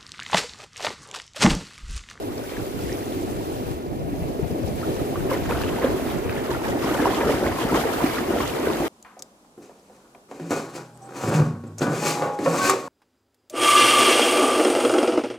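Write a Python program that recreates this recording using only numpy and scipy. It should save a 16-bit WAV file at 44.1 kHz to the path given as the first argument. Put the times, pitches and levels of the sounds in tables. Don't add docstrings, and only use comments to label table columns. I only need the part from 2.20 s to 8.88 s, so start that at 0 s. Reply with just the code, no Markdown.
import sys
import numpy as np
from scipy import signal
from scipy.fft import rfft, irfft, next_fast_len
from scipy.io import wavfile
from scipy.ndimage import uniform_filter1d, map_coordinates

SR = 44100
rng = np.random.default_rng(int(sys.argv[2]) if len(sys.argv) > 2 else 0)


def file_out(sig):
    cols = np.atleast_2d(sig).T
    lim = np.clip(cols, -1, 1)
    pcm = np.round(lim * 32767).astype(np.int16)
    wavfile.write(sys.argv[1], SR, pcm)


def makeup_ratio(level_db):
    decades = np.asarray(level_db, float) / 20
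    return 10 ** decades


N = 294625


def rms_one(x):
    return x / np.sqrt(np.mean(x ** 2) + 1e-20)


def in_time(rows):
    s, *columns = np.transpose(rows)
    return [np.interp(np.arange(N) / SR, s, c) for c in columns]


def drift(rate_hz):
    step = 40
    r = np.exp(-2 * np.pi * rate_hz * step / SR)
    coarse = rng.standard_normal(N // step + 2002)
    slow = signal.lfilter([1], [1, -2 * r, r * r], coarse)[2000:]
    return np.interp(np.arange(N) / step, np.arange(len(slow)), rms_one(slow))


def patchy_noise(colour, shared_db, own_db, shared_hz, own_hz):
    size = next_fast_len(N, True)
    hz = np.maximum(np.arange(size // 2 + 1) * SR / size, 1)
    points = np.array(colour)
    shape = makeup_ratio(np.interp(np.log(hz), np.log(points[:, 0]), points[:, 1], left=-90))
    white = rng.standard_normal(len(hz)) + 1j * rng.standard_normal(len(hz))
    together = shared_db * drift(shared_hz)
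    out = 0
    for centre in np.arange(np.log2(points[0, 0]), np.log2(points[-1, 0]) + 1, 0.5):
        share = np.clip(1 - 2 * abs(np.log2(hz) - centre), 0, 1)
        band = irfft(white * shape * share, size)[:N]
        out = out + band * makeup_ratio(together + own_db * drift(own_hz))
    return rms_one(out)


def at_ports(x, gain, lag_s, apart):
    index = np.arange(N)
    half = lag_s * SR / 2
    pair = [map_coordinates(x, [index + side * half], order=3, mode="nearest") for side in (1, -1)]
    alone = [np.roll(x, 30011), np.roll(x, -25031)]
    apart = np.clip(apart, 0, 1)
    return gain * (np.sqrt(1 - apart) * np.array(pair) + np.sqrt(apart) * np.array(alone))


def bubbles(s, level_db, pitch_hz, cycles, rise, swell, size=1323):
    t = np.arange(size) / SR
    turns = pitch_hz[:, None] * t
    life = turns / np.reshape(np.maximum(cycles, 1), (-1, 1))
    shape = (1 - np.exp(-turns / swell)) * np.exp(-3 * life)
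    waves = makeup_ratio(level_db)[:, None] * shape * np.sin(2 * np.pi * turns * (1 + rise * life))
    at = (s * SR).astype(int)[:, None] + np.arange(len(t))
    return np.bincount(at.ravel(), waves.ravel(), N + len(t))[:N]


def swarm(count, low_hz, high_hz, cycles, spread_db):
    when, size, pitch = rng.random((count, 3)).T
    level_db = -spread_db * np.log(np.maximum(size, 0.01))
    pitch_hz = low_hz * (high_hz / low_hz) ** pitch
    return rms_one(bubbles(when * N / SR, level_db, pitch_hz, cycles + 0 * when, rise=0.171, swell=0.29))


def surges(bed_db, s, hold_s, level_db, rise_s, fall_s):
    t = np.arange(0, N + 64, 64) / SR
    age = t - s[:, None]
    attack = np.clip(age / rise_s + 1, 0, 1)
    decay = np.exp(-np.maximum(age - hold_s[:, None], 0) / fall_s)
    power = np.sum((makeup_ratio(level_db)[:, None] * attack * decay) ** 2, axis=0)
    return 10 * np.log10(makeup_ratio(bed_db) ** 2 + np.interp(np.arange(N) / SR, t, power))


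# time_s, level_db
STEADY_WIND = [(0, -41), (.5, -45), (1.2, -36.5), (2.4, -35.5), (2.75, -35.5), (3.4, -35), (3.6, -39),
               (4.4, -39), (5.1, -42.5), (5.9, -48), (6.68, -47)]
# start_s, hold_s, level_db
GUSTS = [(0.165, 0.026, -48), (0.297, 0.048, -35.5), (0.38, 0.027, -31), (0.546, 0.13, -32.5),
         (0.925, .12, -42), (1.496, 0.054, -41), (1.813, 0.21, -34.5), (2.016, 0.039, -30),
         (2.227, .03, -32), (2.403, 0.23, -34.5), (2.8, 0.023, -31), (2.956, 0.042, -30.5),
         (3.133, 0.063, -40), (3.28, 0.23, -34.5), (3.68, 0.034, -31), (3.95, 0.027, -31.5),
         (4.05, 0.055, -33), (4.175, 0.026, -37), (4.297, 0.084, -35.5), (4.503, 0.027, -34),
         (4.666, .04, -39), (5.02, 0.082, -47), (5.807, 0.13, -49), (6.196, .08, -49)]
# frequency_hz, level_db
WIND_COLOUR = [(15, -37), (25, -4.5), (59, -3.5), (130, -0.5), (200, -5), (760, -20.5), (1200, -36),
               (3000, -70)]


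def wind():
    level_db = surges(*in_time(STEADY_WIND), *np.transpose(GUSTS), rise_s=0.011, fall_s=0.039)
    buffeting = [patchy_noise(WIND_COLOUR, shared_db=3.5, own_db=2.5, shared_hz=9.5, own_hz=29.0)
                 for port in range(2)]
    return makeup_ratio(level_db + 3) * np.array(buffeting)


# start_s, level_db, pitch_hz, left_over_right_db
EDDIES = [(0.659, -30, 55, 2), (1.261, -31, 116, -1), (1.536, -29, 73, 3), (1.85, -28, 147, 6),
          (2.533, -27, 80, -4), (2.584, -26, 141, -1), (3.202, -26, 92, -2), (3.266, -27, 73, 0),
          (3.341, -22, 66.4, 0), (3.416, -29, 153, -1), (3.752, -28.5, 141, 3), (3.849, -34, 61, 0),
          (4.064, -32, 147, 0), (4.295, -30, 67, -3), (4.52, -30, 116, 0), (4.685, -28, 129, -1),
          (5.304, -27, 92, 1), (5.58, -27, 153, -1), (5.894, -28, 122, 0), (6.207, -29, 61, -1),
          (6.236, -28.5, 122, 2), (6.334, -29, 141, 0)]


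def eddies():
    s, level_db, pitch_hz, pan_db = np.transpose(EDDIES)
    ports = [bubbles(s, level_db + 4.5 + side * pan_db / 2, pitch_hz, 5.3, rise=0.0089, swell=0.7, size=4400)
             for side in (1, -1)]
    return np.array(ports)


# time_s, roar_db, wash_db
BREAKERS = [(0.0, -29.5, -44), (0.32, -34.5, -37.5), (0.76, -29.5, -38), (1.36, -31, -40.5),
            (1.75, -33, -43.5), (3.07, -27, -37), (3.35, -29.5, -35), (3.63, -27, -40), (4.02, -29.5, -35),
            (4.52, -31, -38), (4.93, -29, -49), (5.43, -35, -54), (5.78, -28.5, -31.5), (6.44, -28.5, -36),
            (6.68, -35, -32)]
# frequency_hz, level_db
ROAR_COLOUR = [(30, -33), (100, -8.5), (190, -20), (250, -3.5), (370, -1.5), (760, -12), (1100, -21.5),
               (2000, -36.5)]
# frequency_hz, level_db
WASH_COLOUR = [(600, -35), (1100, 5), (2500, 2.5), (3300, -3.5), (6000, -25.5), (15500, -6.5)]


def breakers():
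    roar_db, wash_db = in_time(BREAKERS)
    roar = patchy_noise(ROAR_COLOUR, shared_db=1.5, own_db=2.0, shared_hz=4.1, own_hz=11.7)
    wash = patchy_noise(WASH_COLOUR, shared_db=1.5, own_db=1.8, shared_hz=8, own_hz=25)
    lag_s = -0.00045
    far = at_ports(roar, makeup_ratio(roar_db), lag_s, apart=0.12)
    return far + at_ports(wash, makeup_ratio(wash_db - 7.0), lag_s, apart=0.22)


# time_s, stirring_db, foam_cover_db
NEAR_WATER = [(0, -49, -53), (.33, -45.5, -50.5), (.74, -45.5, -49.5), (1.5, -47.5, -51.5),
              (1.64, -56, -59), (1.88, -61, -56), (2.0, -53.5, -54.5), (2.55, -53.5, -51.5),
              (2.7, -62, -49.5), (3.05, -42, -50.5), (3.4, -38, -49.5), (3.95, -39.5, -48.5),
              (4.1, -42.5, -54), (4.55, -38, -50), (4.68, -31.5, -44), (5.3, -35.5, -46.5),
              (5.9, -34, -43.5), (6.05, -35.5, -48), (6.68, -37, -46)]
# start_s, hold_s, strength_db
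HEAVES = [(0.722, 0.021, -23), (0.9, 0.23, -20), (1.2, 0.073, -35), (1.92, 0.08, -31), (2.185, 0.11, -45),
          (2.587, 0.06, -46), (2.813, 0.14, -28.5), (3.092, 0.11, -26.5), (3.29, 0.032, -27),
          (3.628, 0.092, -25), (3.775, 0.079, -31.5), (4.287, 0.088, -24), (4.482, 0.066, -20),
          (4.617, 0.096, -22.5), (4.802, 0.11, -23), (4.977, 0.073, -28), (5.06, 0.09, -23.5),
          (5.213, 0.069, -25.5), (5.44, 0.027, -30), (5.517, 0.04, -23), (5.632, 0.037, -39),
          (5.814, 0.027, -26.5), (6.004, .03, -33), (6.093, 0.11, -21), (6.35, 0.071, -28.5),
          (6.477, .05, -24.5), (6.593, 0.025, -26.5)]
# start_s, hold_s, strength_db, slap_weight_db
THROWS = [(0.177, 0.022, -46, 3), (0.295, 0.11, -47.5, 3), (0.606, 0.14, -44, -9), (2.597, 0.23, -49.5, 4),
          (2.946, .03, -66, 18), (3.103, 0.039, -37.5, 9), (3.295, 0.037, -40, 7.5),
          (3.41, 0.013, -39.5, -1), (3.468, 0.021, -44, -1), (3.624, 0.048, -43, 9.5),
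          (3.87, 0.041, -43.5, 0), (4.095, 0.021, -43, 6.5), (4.153, 0.022, -44, 4),
          (4.244, .015, -41.5, 4.5), (4.307, 0.038, -40, 6), (4.44, 0.051, -40.5, 7),
          (4.636, .08, -52, 12.5), (4.79, 0.011, -46, 9), (4.856, 0.013, -49.5, 15.5),
          (4.9, 0.032, -41, -1), (5.079, 0.067, -36.5, 1), (5.253, .02, -39, 6), (5.386, 0.045, -40, -1),
          (5.502, 0.094, -47, 6), (5.546, 0.061, -33.5, 2), (5.72, 0.046, -45, -7), (5.816, 0.046, -39, 3),
          (5.935, .05, -39, -1), (6.18, 0.12, -38.5, 2), (6.455, 0.084, -42.5, 7)]


def water_levels():
    stir_db, cover_db = in_time(NEAR_WATER)
    s, hold_s, throw_db, slap_db = np.transpose(THROWS)
    rise_s, fall_s = 0.01, 0.028
    churn_bed_db = -32 + 0.15 * (stir_db + 40)
    spray_bed_db = -45.5 + (stir_db + 40)
    froth_db = -49.5 + 0.91 * (throw_db + 40)
    churn_db = surges(churn_bed_db, *np.transpose(HEAVES), rise_s=0.0097, fall_s=0.031)
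    splash_db = surges(stir_db, s, hold_s, throw_db + slap_db, rise_s, fall_s)
    spray_db = surges(spray_bed_db, s, hold_s, throw_db, rise_s, fall_s)
    foam_db = surges(cover_db, s, hold_s, froth_db, rise_s, fall_s)
    return churn_db, splash_db, spray_db, foam_db


# frequency_hz, level_db
FOAM_COLOUR = [(1000, -21), (2500, 0), (4700, -0.5), (9000, -3), (12200, -1), (15500, -4.5)]


def foam():
    foam_db = water_levels()[3] + 0.8 * drift(20)
    hiss = [patchy_noise(FOAM_COLOUR, shared_db=0.4, own_db=1.0, shared_hz=40, own_hz=12)
            for port in range(2)]
    fizz = [swarm(count=1500, low_hz=4000, high_hz=13500, cycles=29.0, spread_db=3.5) for port in range(2)]
    return makeup_ratio(foam_db + 6.0) * (np.array(hiss) + makeup_ratio(-11.0) * np.array(fizz))


# time_s, right_port_lag_ms, near_share_of_churn_db
BEARING = [
    (0, 0.088, -9),
    (1, 0.0069, -17),
    (2.5, 0.018, 0.5),
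    (3.1, -0.0011, -7),
    (3.7, 0.053, -1),
    (4.5, -0.15, -7.5),
    (5, 0.06, 0.5),
    (5.8, .11, 2),
    (6.3, 0.026, -6),
    (6.68, 0.12, 2.5),
]


def bearing():
    lag_ms, near_db = in_time(BEARING)
    return lag_ms / 1000, near_db


# frequency_hz, level_db
SPRAY_COLOUR = [(1200, 5), (2000, -13), (3000, 2.5), (4500, -9.5), (7000, -10), (15500, -29)]


def spray():
    spray_db = water_levels()[2]
    lag_s, near_db = bearing()
    droplets = swarm(count=2600, low_hz=1700, high_hz=5000, cycles=24.0, spread_db=3.5)
    patter = patchy_noise(SPRAY_COLOUR, shared_db=5.5, own_db=3.5, shared_hz=25, own_hz=16)
    fall = patter + makeup_ratio(-0.5) * droplets
    return at_ports(fall, makeup_ratio(spray_db - 3.5 + 0.14 * near_db), lag_s, apart=0.99)


# start_s, level_db, pitch_hz
PLOPS = [(.3691, -22, 1660), (2.6295, -23, 1250), (2.9572, -17, 1135), (3.114, -13.5, 1060),
         (3.3094, -16, 910), (3.437, -23, 1690), (3.5853, -16.5, 880), (3.6352, -18, 1030),
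         (4.316, -15, 900), (4.347, -17, 1360), (4.6444, -19, 1040), (4.665, -16, 1040),
         (4.6887, -20, 1190), (4.7132, -21, 1350), (4.8557, -4, 945), (4.9332, -15, 1000),
         (4.9866, -16, 1170), (5.009, -12, 905), (5.2415, -19, 1470), (5.2634, -13, 1034),
         (5.386, -14.5, 1030), (5.495, -14, 1280), (5.5224, -13, 940), (5.564, -16, 931),
         (5.8094, -14, 990), (5.97, -17, 1380), (6.172, -18, 1320), (6.2034, -11, 1090),
         (6.2305, -22, 1050), (6.5, -16, 1020),
         (.2384, -28, 1450), (0.292, -27, 2250), (0.591, -30, 1360), (.6936, -24, 1750), (0.719, -26, 1870),
         (.826, -31, 1860), (2.796, -29, 1300), (3.003, -31, 1500), (2.9605, -25, 1420),
         (3.4905, -24, 1400), (4.097, -26, 1370), (4.125, -23, 1250), (4.1777, -20, 1700),
         (4.2462, -26, 1300)]
# start_s, level_db, pitch_hz
DROPS = [(0.924, -36, 3358), (2.616, -35, 1754), (2.635, -31, 1303), (3.115, -41, 3157), (3.309, -36, 3257),
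         (3.31, -27, 2490), (3.33, -34, 1854), (3.358, -30, 1453), (3.444, -30, 2756), (3.465, -33, 1253),
         (3.491, -29, 2756), (3.645, -29, 1604), (3.652, -37, 3157), (4.095, -27, 2456), (4.107, -38, 2556),
         (4.126, -31, 2040), (4.157, -39, 3408), (4.519, -34, 2806), (4.519, -28, 1854), (4.661, -32, 2155),
         (4.672, -27, 1453), (4.801, -23, 1654), (4.841, -29, 1754), (4.88, -36, 2005), (5.121, -27, 2105),
         (5.546, -29, 1654), (5.6, -33, 2355), (5.627, -30, 2005), (5.843, -31, 1804), (5.893, -28, 2255),
         (5.933, -33, 2856), (5.978, -30, 2556), (6.119, -28, 1400), (6.126, -27, 1403), (6.185, -36, 3007),
         (6.187, -34, 3608), (6.201, -31, 2405), (6.206, -36, 4159), (6.298, -30, 2556), (6.338, -31, 2255),
         (6.466, -27, 1490), (6.501, -29, 2506), (6.509, -32, 2005)]
# start_s, level_db, pitch_hz
TICKS = [(.1805, -34, 4970), (.7282, -29, 5370), (3.2962, -37, 3030), (3.436, -28, 2770),
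         (3.4762, -35, 3000), (3.5872, -40, 3040), (3.6461, -32, 3330), (3.903, -36, 3660),
         (4.127, -35, 4450), (4.3151, -32, 4140), (4.9468, -28, 3340), (6.183, -34, 3610),
         (6.2781, -26, 6820), (6.36, -33, 3820), (6.5345, -28, 3600)]


def plops_and_drops():
    drops = makeup_ratio(5) * bubbles(*np.transpose(DROPS), cycles=13.4, rise=0.03, swell=0.4)
    plops = makeup_ratio(-5.0) * bubbles(*np.transpose(PLOPS), cycles=18.2, rise=0.032, swell=0.24)
    ticks = makeup_ratio(9) * bubbles(*np.transpose(TICKS), cycles=8, rise=0.019, swell=0.24)
    return drops + plops + ticks


# start_s, level_db, pitch_hz, decay_cycles
GLUGS = [(.318, -9, 370, 3.8), (0.38, -9.5, 270, 5.4), (0.724, 3, 306, 2.4), (0.806, -7, 333, 4.4),
         (1.928, -7, 268, 3.3), (2.193, -8.5, 404, 10), (2.307, -7.5, 420, 5.4), (2.345, -10, 305, 8.3),
         (2.975, -8, 330, 9.1), (3.058, -6, 372, 8.9), (3.115, -9, 510, 26), (3.306, -5, 440, 5.6),
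         (3.643, 4, 487, 8.7), (4.295, -9.5, 355, 14), (4.746, -11, 537, 23), (4.796, 1, 258, 5.6),
         (4.872, -6.5, 374, 19), (5.069, -7, 443, 35), (5.096, 2, 460, 4.9), (5.224, -6, 333, 4.2),
         (5.248, -1, 298, 4.2), (5.434, -1.5, 412, 5), (5.45, 5, 236, 2.5), (5.527, -8, 400, 15),
         (5.654, 6, 407, 3.5), (5.84, 9.5, 258, 3.6), (6.013, -2, 327, 4.4), (6.106, -7, 326, 7.6),
         (6.471, 6.5, 410, 3.6), (6.498, -2, 349, 6.3)]
# start_s, level_db, pitch_hz
GULPS = [(0.079, -25, 268), (0.115, -24, 282), (0.164, -26, 410), (0.321, -24, 520), (0.56, -23, 297),
         (0.865, -21.5, 284), (0.959, -20, 362), (1.005, -20, 299), (1.125, -22, 434), (1.749, -26.5, 236),
         (1.928, -24, 270), (2.078, -24, 284), (2.099, -23, 270), (2.394, -19, 297), (2.639, -25, 252),
         (2.812, -18, 299), (2.932, -19, 313), (3.162, -17.5, 331), (3.238, -23, 299), (3.306, -20, 362),
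         (3.615, -19, 474), (3.67, -17, 516), (3.852, -22, 515), (4.057, -23.5, 441), (4.122, -21, 362),
         (4.312, -23, 375), (4.36, -24, 266), (4.473, -22, 425), (4.552, -16, 284), (4.604, -19, 331),
         (4.657, -19, 312), (4.712, -17, 284), (4.995, -17, 346), (5.035, -17, 457), (5.09, -21, 252),
         (5.226, -14, 346), (5.294, -17.5, 284), (5.595, -24, 252), (5.742, -21, 296), (5.805, -19, 299),
         (6.012, -17, 331), (6.106, -14, 362), (6.14, -19, 270), (6.628, -22, 520)]
# start_s, level_db, pitch_hz
POPS = [(0.353, -41, 970), (0.404, -34, 750), (0.865, -34, 706), (1.208, -36, 904), (1.731, -32, 728),
        (1.87, -33, 617), (2.474, -28, 728), (2.928, -30, 750), (3.325, -23, 546), (3.378, -23, 710),
        (3.402, -26, 904), (3.531, -33, 816), (3.796, -23, 639), (4.29, -28, 992), (4.347, -30, 880),
        (4.416, -27, 926), (4.458, -23, 805), (4.532, -25, 750), (4.573, -24, 772), (4.666, -26, 794),
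        (4.691, -21, 816), (4.714, -26, 620), (4.869, -16, 750), (5.092, -20, 750), (5.199, -22, 794),
        (5.259, -22, 543), (5.348, -25, 533), (5.594, -21, 660), (5.637, -22, 830), (5.676, -24, 665),
        (5.783, -26, 780), (5.983, -30, 728), (6.135, -22, 904), (6.161, -18, 662), (6.291, -30, 838),
        (6.34, -31, 750), (6.621, -22, 760), (6.625, -20, 529)]


def air_pockets():
    glugs = makeup_ratio(-6.5) * bubbles(*np.transpose(GLUGS), rise=0.08, swell=0.7, size=3000)
    gulps = makeup_ratio(4) * bubbles(*np.transpose(GULPS), cycles=6.8, rise=0.043, swell=0.68, size=2000)
    pops = makeup_ratio(4.5) * bubbles(*np.transpose(POPS), cycles=10.3, rise=0.038, swell=0.52)
    return glugs + gulps + pops


# frequency_hz, level_db
SLOSH_COLOUR = [(25, -21), (55, 4), (110, -4), (180, -0.5), (260, -17)]
# frequency_hz, level_db
SPLASH_COLOUR = [(300, -0.5), (600, -11.5), (1050, -8), (1700, -15), (2400, -18), (4500, -38.5)]


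def thrashing():
    churn_db, splash_db = water_levels()[:2]
    lag_s, near_db = bearing()
    large = swarm(count=4000, low_hz=210, high_hz=680, cycles=7.0, spread_db=2.2)
    slosh = patchy_noise(SLOSH_COLOUR, shared_db=2.0, own_db=2.0, shared_hz=25, own_hz=12)
    churn = large + makeup_ratio(-12.0) * slosh
    gurgle = swarm(count=2600, low_hz=600, high_hz=2000, cycles=16.0, spread_db=3.0)
    rush = patchy_noise(SPLASH_COLOUR, shared_db=3.5, own_db=4.0, shared_hz=26.0, own_hz=12.6)
    splash = rush + makeup_ratio(1.5) * gurgle
    singles = air_pockets() + plops_and_drops()
    near = at_ports(churn, makeup_ratio(churn_db + near_db), lag_s, apart=0.1)
    near += at_ports(splash, makeup_ratio(splash_db + 0.4 * near_db), lag_s, apart=0.4)
    return near + at_ports(singles, 0.92, lag_s, apart=0)


def scene():
    return wind() + eddies() + breakers() + foam() + spray() + thrashing()


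def low_pass(x):
    return signal.sosfilt(signal.butter(12, 16340, fs=SR, output="sos"), x)


def record(dry):
    top_band_hz, cutoff_hz = 15160, 15520
    dry = signal.sosfilt(signal.butter(2, 30, "high", fs=SR, output="sos"), dry)
    hz = np.arange(N // 2 + 1) * SR / N
    spectrum = rfft(dry)
    body = irfft(spectrum * (hz < top_band_hz), N)
    top = irfft(spectrum * ((hz >= top_band_hz) & (hz < cutoff_hz)), N)
    starved = drift(9) + 0.25 * np.arange(N) / SR > 0.6
    kept = uniform_filter1d(1.0 - starved, size=512)
    return low_pass(body + top * kept)


dry = scene()
out = record(dry)
file_out(out)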